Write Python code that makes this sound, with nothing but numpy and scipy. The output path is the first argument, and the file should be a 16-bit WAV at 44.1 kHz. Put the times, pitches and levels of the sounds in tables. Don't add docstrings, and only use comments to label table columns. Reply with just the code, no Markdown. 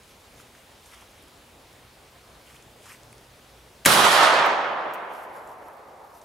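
import sys
import numpy as np
from scipy import signal
from scipy.io import wavfile
from scipy.ndimage import uniform_filter1d

SR = 44100
rng = np.random.default_rng(int(sys.argv[2]) if len(sys.argv) > 2 else 0)


def unload_wav(signal):
    wavfile.write(
        sys.argv[1],
        SR,
        np.round(np.clip(np.atleast_2d(signal).T, -1, 1) * 32767).astype(np.int16),
    )


def magnitude_from_level(level_db):
    exponent = np.asarray(level_db, float) / 20
    return 10 ** exponent


N = 275184

# start_s, length_s, level_db
GAS_BURSTS = [
    (3.8484, .003, -40),
    (3.8516, .0015, -20),
    (3.853, .0048, -30),
    (3.8577, .0064, -12),
]
# frequency_hz, density_db_per_hz
GAS_COLOUR = [(59, -35), (100, -12.5), (1120, -7.5), (1750, 5), (3700, -9), (5100, -6.5), (5790, -7.5),
              (6580, -5), (11700, -3.5), (15500, -19.5), (16500, -32)]
# time_s, level_db, length_s, left_over_right_db
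PULSES = [(3.8633, -15.5, 0.00034, -10.5), (3.8641, -6.5, 0.00041, 13), (3.865, -8, 0.00016, -8),
          (3.867, -7, 0.00056, 3), (3.8693, -11, 0.00016, -3), (3.8746, -8, 0.00027, 4),
          (3.8764, -15, 0.0003, 6), (3.8797, -20, 0.00023, -5.5), (3.8867, -17, 0.0002004, -7),
          (3.888, -20, .0003, -6.5), (3.896, -19, 0.000288, 0.5)]
SHOT_S = 3.86

# frequency_hz, density_db_per_hz
ROAR_COLOUR = [(20, -47), (40, -19), (110, -17.5), (175, -6), (300, -12), (500, -8.5), (800, -5),
               (1250, -3.5), (2300, -13), (3400, -10.5), (5000, -16.5), (7800, -22.5), (10500, -19.5),
               (15500, -35.5)]
# frequency_hz, likeness
ROAR_LIKENESS = [(60, 0.93), (150, 0.95), (380, 0.97), (950, 0.67), (2400, 0.4), (6000, 0.6), (9000, 0.9),
                 (12500, .995)]
# frequency_hz, factor
TREBLE_SHARE = [(250, -0.21), (450, -0.0767), (900, 0), (1400, 0.22), (2200, 0.24), (4000, 0.87),
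                (6000, 1.17), (8000, 1.6), (11000, 2.5), (13000, 2.5), (16000, 4.5)]
# frequency_hz, factor
BASS_SHARE = [(60, 0.99), (200, 1.03), (350, 0.31), (600, 0)]
# time_s, width_s, level_db, treble_db
STANDS = [
    (3.935, .02, 1, 1),
    (4.01, .02, 0.5, 0),
    (4.055, .025, 2.5, -0.5),
    (4.1, 0.0068, -2.5, 0.5),
    (4.135, 0.035, -0.5, 2),
    (4.175, 0.027, 0.5, 0.5),
    (4.24, 0.035, 1.5, 1),
    (4.29, 0.053, -1.5, 1),
    (4.72, 0.2, 0, -2),
    (4.87, 0.0186, 2.5, -3.5),
]
ROAR_FROM_DB, ROAR_TOP_DB, ROAR_SWELL_S = -22.5, -18, 0.44
NEAR_FALL, FAR_DB, FAR_FALL = 27.1, -34.5, 7.97
AIR_FROM_DB, AIR_DB_PER_S = 2.5, -24
GROUND_FROM_DB, GROUND_TO_DB, GROUND_S = 5, -22, 0.25
BOOM_HZ, BOOM_LATE_DB, BOOM_S = 950, -7.5, 0.033
LEAN_DB, LEAN_S = -2.97, 0.7

# time_s, peak_db, pitch_hz
TICKS = [(0.034, -46, 7640), (0.0944, -50, 10300), (0.3994, -46.5, 8890), (0.5494, -53, 8700),
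         (0.8595, -42, 7170), (1.0224, -55, 5640), (1.2246, -44, 10600), (1.2364, -50.5, 7540),
         (1.2825, -46, 7900), (1.3169, -52.5, 5630), (1.3753, -47, 6650), (1.7294, -46.5, 7330),
         (2.5594, -50, 6920), (2.6249, -44, 6240), (2.9194, -46, 5850), (2.9474, -50.5, 8000),
         (3.033, -38.5, 5930), (3.1276, -41, 8660), (3.1812, -43, 6400)]
# time_s, peak_db, pitch_hz, t60_s
LATE_TICKS = [(4.461, -34.5, 13400, .05), (4.678, -57, 13500, 0.017), (4.72, -56, 12500, .015),
              (4.9365, -35.5, 13340, .067), (4.936, -41, 7500, .06), (5.1354, -48, 8000, .03),
              (5.474, -43, 6900, 0.022), (5.5847, -58, 10400, .03), (5.684, -43, 12000, 0.017),
              (5.734, -52, 12000, .03), (5.7704, -53, 13000, .02), (5.883, -58, 12500, .02),
              (6.048, -58, 11000, .02), (6.1734, -52, 13800, .03), (6.2135, -47.5, 6960, .051)]
# time_s, peak_db, pitch_hz
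KNOCKS = [(0.093, -61, 405), (0.4, -43, 1300), (.55, -43, 1690), (.895, -48, 3000), (.935, -44, 1600),
          (.948, -49, 2200), (.985, -51, 1100), (1.023, -46, 895), (1.234, -49, 293), (2.5, -46, 1800),
          (2.565, -40, 3200), (2.86, -50, 3000), (2.865, -44, 1150), (2.875, -45, 1080), (2.898, -44, 2300),
          (2.919, -36, 2390), (2.947, -40, 2000), (3.129, -42, 2310), (5.37, -52, 4800)]
TICK_T60_S, TICK_WIDTH_HZ, LATE_WIDTH_HZ = 0.01, 4300, 4900

# start_s, hold_s, hiss_db, body_over_hiss_db
RUSTLES = [(.04, 1.13, -69, -8), (.092, .03, -63.5, -2), (.404, .004, -54, 0), (.55, 0.044, -66, 1),
           (.8, .03, -68, -5), (.865, .02, -56.5, -5), (.934, .01, -56, 4.5), (.97, 0.055, -62, 6.5),
           (1.15, 0.044, -66, 4), (2.495, .01, -58, 3.5), (2.53, 0.033, -60, 1.5), (2.856, .03, -54.5, -1),
           (2.895, 0.032, -51, 0)]
# start_s, hold_s, hiss_db, body_over_hiss_db
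LATE_RUSTLES = [(4.97, 1.26, -73.5, -13), (5.132, .115, -59.5, -6), (5.35, .035, -59.5, -12),
                (5.3, .03, -67, -9), (5.41, 0.045, -65, -4), (5.474, .056, -61.5, -7),
                (5.586, .004, -71, -5), (5.636, 0.056, -67, -8), (6.05, .05, -68, -12),
                (6.14, 0.048, -60.5, -14), (6.235, .01, -64, -3)]
# frequency_hz, density_db_per_hz
FULL_HISS = [(2350, -39), (4000, -10), (5380, -1.5), (5830, -2.5), (9890, -3.5), (12500, -10), (15100, -22),
             (16000, -21)]
# frequency_hz, density_db_per_hz
THIN_HISS = [(2350, -35), (4000, -3), (4680, -3), (8450, -4.5), (11800, 2), (14200, -5), (16000, -16)]
# frequency_hz, density_db_per_hz
CLOTH_BODY = [(500, -30), (1000, -5), (1600, -5.5), (2400, -4.5), (3300, -7.5), (5000, -38)]
EARLY_RISE, EARLY_FALL, EARLY_THIN = 210, 290, 0.12
LATE_RISE, LATE_FALL, LATE_THIN = 240, 430, 0.9

# frequency_hz, density_db_per_hz
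WASH_COLOUR = [(18, -30), (30, -3.5), (60, -4), (130, -8.5), (270, -10), (480, -7), (900, -10), (1600, -15),
               (3700, -16.5), (6000, -22.5), (8200, -24), (10500, -24), (13000, -28.5), (16000, -30)]
WASH_DB = -52.5
# frequency_hz, likeness
WASH_LIKENESS = [(60, 1.0), (180, 0.97), (550, 0.84), (1650, 0.62), (4970, 0.77), (15000, 0.94)]
# pitch_hz, width_hz, level_db
HUM = [
    (58, 4.4, -65),
    (88, 5.8, -67),
    (238.8, 4, -73),
]
# start_s, hold_s, level_db
DRONE_SWELLS = [
    (.42, .02, -59),
    (1.38, .02, -66),
    (1.85, .02, -61),
    (2.5, .4, -64),
    (3.05, 0.33, -56.5),
    (3.75, 3.4, -62),
]
DRONE_HZ, DRONE_RISE, DRONE_FALL = 124, 49, 24
DIP_DB, DIP_S, LINGER_DB, LINGER_S = -17, 0.48, -9.5, 5.2


def blast():
    likeness = [(500, 0.29), (3000, 1.0), (8000, 0.9), (12000, 0.85)]
    gas = evened(noise(steady(GAS_COLOUR), likeness, size=256, patchy_db=1, flicker_db=1.5))
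    out, t = np.zeros((2, N)), np.arange(300) / SR
    for s, length, db in GAS_BURSTS:
        part = gas[:, round(s * SR):round((s + length) * SR)]
        squashed = 2.0 * np.tanh(1.2 * part)
        add(out, s, magnitude_from_level(db) * squashed * signal.windows.tukey(part.shape[1], 0.15))
    for s, db, length, lean_db in PULSES:
        u = t / length
        pulse = (1 - np.exp(-u * 3.2)) * (1.25 - u) * np.exp(-u)
        sides = magnitude_from_level([[lean_db / 2], [-lean_db / 2]])
        add(out, s - length / 2, magnitude_from_level(db) * sides * pulse / pulse.max())
    middle = signal.butter(2, [250, 7000], "band", fs=SR)
    side = signal.lfilter(*middle, out[0] - out[1]) / 2
    return out.mean(0) + np.array([side, -side])


def roar():
    def field(hz, t):
        age = np.maximum(t - SHOT_S, 0)
        stands = sum(db * np.exp(-((t - s) / width) ** 2) for s, width, _, db in STANDS)
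        treble = AIR_FROM_DB + AIR_DB_PER_S * age + stands
        bass = GROUND_TO_DB + (GROUND_FROM_DB - GROUND_TO_DB) * np.exp(-age / GROUND_S)
        boom = BOOM_LATE_DB * np.exp(-age / BOOM_S - (np.log((hz + 1) / BOOM_HZ) / 0.45) ** 2)
        return boom + read(ROAR_COLOUR, hz) + read(TREBLE_SHARE, hz) * treble + read(BASS_SHARE, hz) * bass

    echoes = noise(field, ROAR_LIKENESS, size=1024, patchy_db=0.84, flicker_db=0.65)
    core = signal.sosfilt(signal.butter(3, [500, 1500], "band", fs=SR, output="sos"), echoes.mean(0))
    t = np.arange(N) / SR
    echoes *= roar_level(t) / core[t > SHOT_S].std()
    lean = magnitude_from_level(LEAN_DB * np.exp(-np.maximum(t - SHOT_S, 0) / LEAN_S))
    body = signal.lfilter(*signal.butter(1, 250, "high", fs=SR), echoes)
    body = signal.lfilter(*signal.butter(2, 6000, fs=SR), body)
    return echoes + body * np.array([lean - 1, 1 / lean - 1])


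def roar_level(t):
    age = np.maximum(t - SHOT_S, 0)
    late = np.maximum(age - ROAR_SWELL_S, 0)
    swell_db = (ROAR_TOP_DB - ROAR_FROM_DB) * np.minimum(age / ROAR_SWELL_S, 1)
    near_db = ROAR_FROM_DB + swell_db - NEAR_FALL * late
    far_db = FAR_DB - FAR_FALL * late
    stands_db = sum(db * np.exp(-((t - s) / width) ** 2) for s, width, db, _ in STANDS)
    return np.hypot(magnitude_from_level(near_db), magnitude_from_level(far_db)) * magnitude_from_level(stands_db) * (t > SHOT_S)


def ticks():
    out, t = np.zeros((2, N)), np.arange(2000) / SR
    rows = [(*row, TICK_T60_S, TICK_WIDTH_HZ) for row in TICKS]
    rows += [(*row, LATE_WIDTH_HZ) for row in LATE_TICKS]
    for s, db, hz, t60, width in rows:
        grit = rng.standard_normal(len(t)) * magnitude_from_level(-60 * t / t60)
        tick = resonate(resonate(grit, hz, width), hz, width)
        add(out, s, magnitude_from_level(db) * tick / abs(tick).max())
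    for s, db, hz in KNOCKS:
        add(out, s, magnitude_from_level(db) * np.sin(2 * np.pi * hz * t) * np.exp(-(t * hz - 2.4) ** 2 / 2.4))
    return out


def rustle():
    likeness = [(1000, 0.85), (9000, 0.9)]
    full, thin, body = (evened(noise(steady(colour), likeness, size=256, patchy_db=2.0, flicker_db=2.0))
                        for colour in (FULL_HISS, THIN_HISS, CLOTH_BODY))
    out = np.zeros((2, N))
    for rows, rise, fall, share in ((RUSTLES, EARLY_RISE, EARLY_FALL, EARLY_THIN),
                                    (LATE_RUSTLES, LATE_RISE, LATE_FALL, LATE_THIN)):
        s, hold, hiss_db, body_db = np.transpose(rows)
        hiss = np.sqrt(1 - share) * full + np.sqrt(share) * thin
        out += magnitude_from_level(swells(s, hold, hiss_db, rise, fall)) * hiss
        out += magnitude_from_level(swells(s, hold, hiss_db + body_db, rise, fall)) * body
    return out


def wash():
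    air = evened(noise(steady(WASH_COLOUR), WASH_LIKENESS, size=2048, patchy_db=1.0, flicker_db=0.18))
    hum = sum(magnitude_from_level(db) * evened(resonate(rng.standard_normal(N), hz, width)) for hz, width, db in HUM)
    tone = np.sin(2 * np.pi * DRONE_HZ * np.arange(N) / SR)
    drone = evened(resonate(1.9 * tone + 30 * rng.standard_normal(N), DRONE_HZ, 3.7))
    drone_db = swells(*np.transpose(DRONE_SWELLS), DRONE_RISE, DRONE_FALL) - 4.0
    return magnitude_from_level(WASH_DB) * air + hum + magnitude_from_level(drone_db) * drone


def steady(colour):
    return lambda hz, t: read(colour, hz) + 0 * t


def noise(field_db, same, size, patchy_db, flicker_db):
    hop = size // 4
    frames, hz = N // hop + 5, np.fft.rfftfreq(size, 1 / SR)
    a, b, c, d, patches = rng.standard_normal((frames, len(hz), 5)).T
    patches = uniform_filter1d(patches, size // 64, 0)
    patches = evened(uniform_filter1d(patches, 3072 // hop, 1))
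    flicker = evened(uniform_filter1d(rng.standard_normal(frames), 3))
    like = np.clip(read(same, hz), -1, 1)[:, None]
    left = a + 1j * b
    right = like * left + np.sqrt(1 - like ** 2) * (c + 1j * d)
    level_db = field_db(hz[:, None], np.arange(frames) * hop / SR)
    z = np.array([left, right]) * magnitude_from_level(level_db + patchy_db * patches + flicker_db * flicker)
    return signal.istft(z, nperseg=size, noverlap=size - hop)[1][:, :N]


def resonate(x, hz, width):
    turn = np.exp(2j * np.pi * hz * np.arange(x.shape[-1]) / SR)
    r = np.exp(-np.pi * width / SR)
    return 2 * (turn * signal.lfilter([1 - r], [1, -r], x / turn)).real


def swells(s, hold, db, rise, fall):
    t = np.arange(0, N + 64, 64) / SR
    s, hold, db = (np.reshape(c, (-1, 1)) for c in (s, hold, db))
    level_db = db - rise * np.maximum(s - t, 0) - fall * np.maximum(t - s - hold, 0)
    return np.interp(np.arange(N) / SR, t, level_db.max(0))


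def evened(x):
    return x / np.sqrt(np.mean(x ** 2) + 1e-20)


def read(points, hz):
    f, value = np.transpose(points)
    return np.interp(np.log(hz + 1), np.log(f + 1), value)


def add(mix, s, sound):
    part = mix[:, round(s * SR):][:, :sound.shape[-1]]
    part += sound[..., :part.shape[1]]


def scene():
    age = np.arange(N) / SR - SHOT_S
    duck_db = DIP_DB * np.exp(-abs(age) / DIP_S) + LINGER_DB * np.exp(-abs(age) / LINGER_S)
    return blast() + roar() + ticks() + rustle() + magnitude_from_level((age > 0) * duck_db) * wash()


def band_limit(x):
    return signal.sosfilt(signal.butter(12, 16990, fs=SR, output="sos"), x)


def record(dry):
    thin = signal.lfilter(*signal.butter(1, 40, "high", fs=SR), dry)
    squashed = np.tanh(thin * 0.6) / 0.6
    band_edge = signal.firwin(255, 15800, window=("kaiser", 8), fs=SR)
    limited = signal.oaconvolve(squashed, band_edge[None], "same")
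    return band_limit(limited)


dry = scene()
out = record(dry)
unload_wav(out)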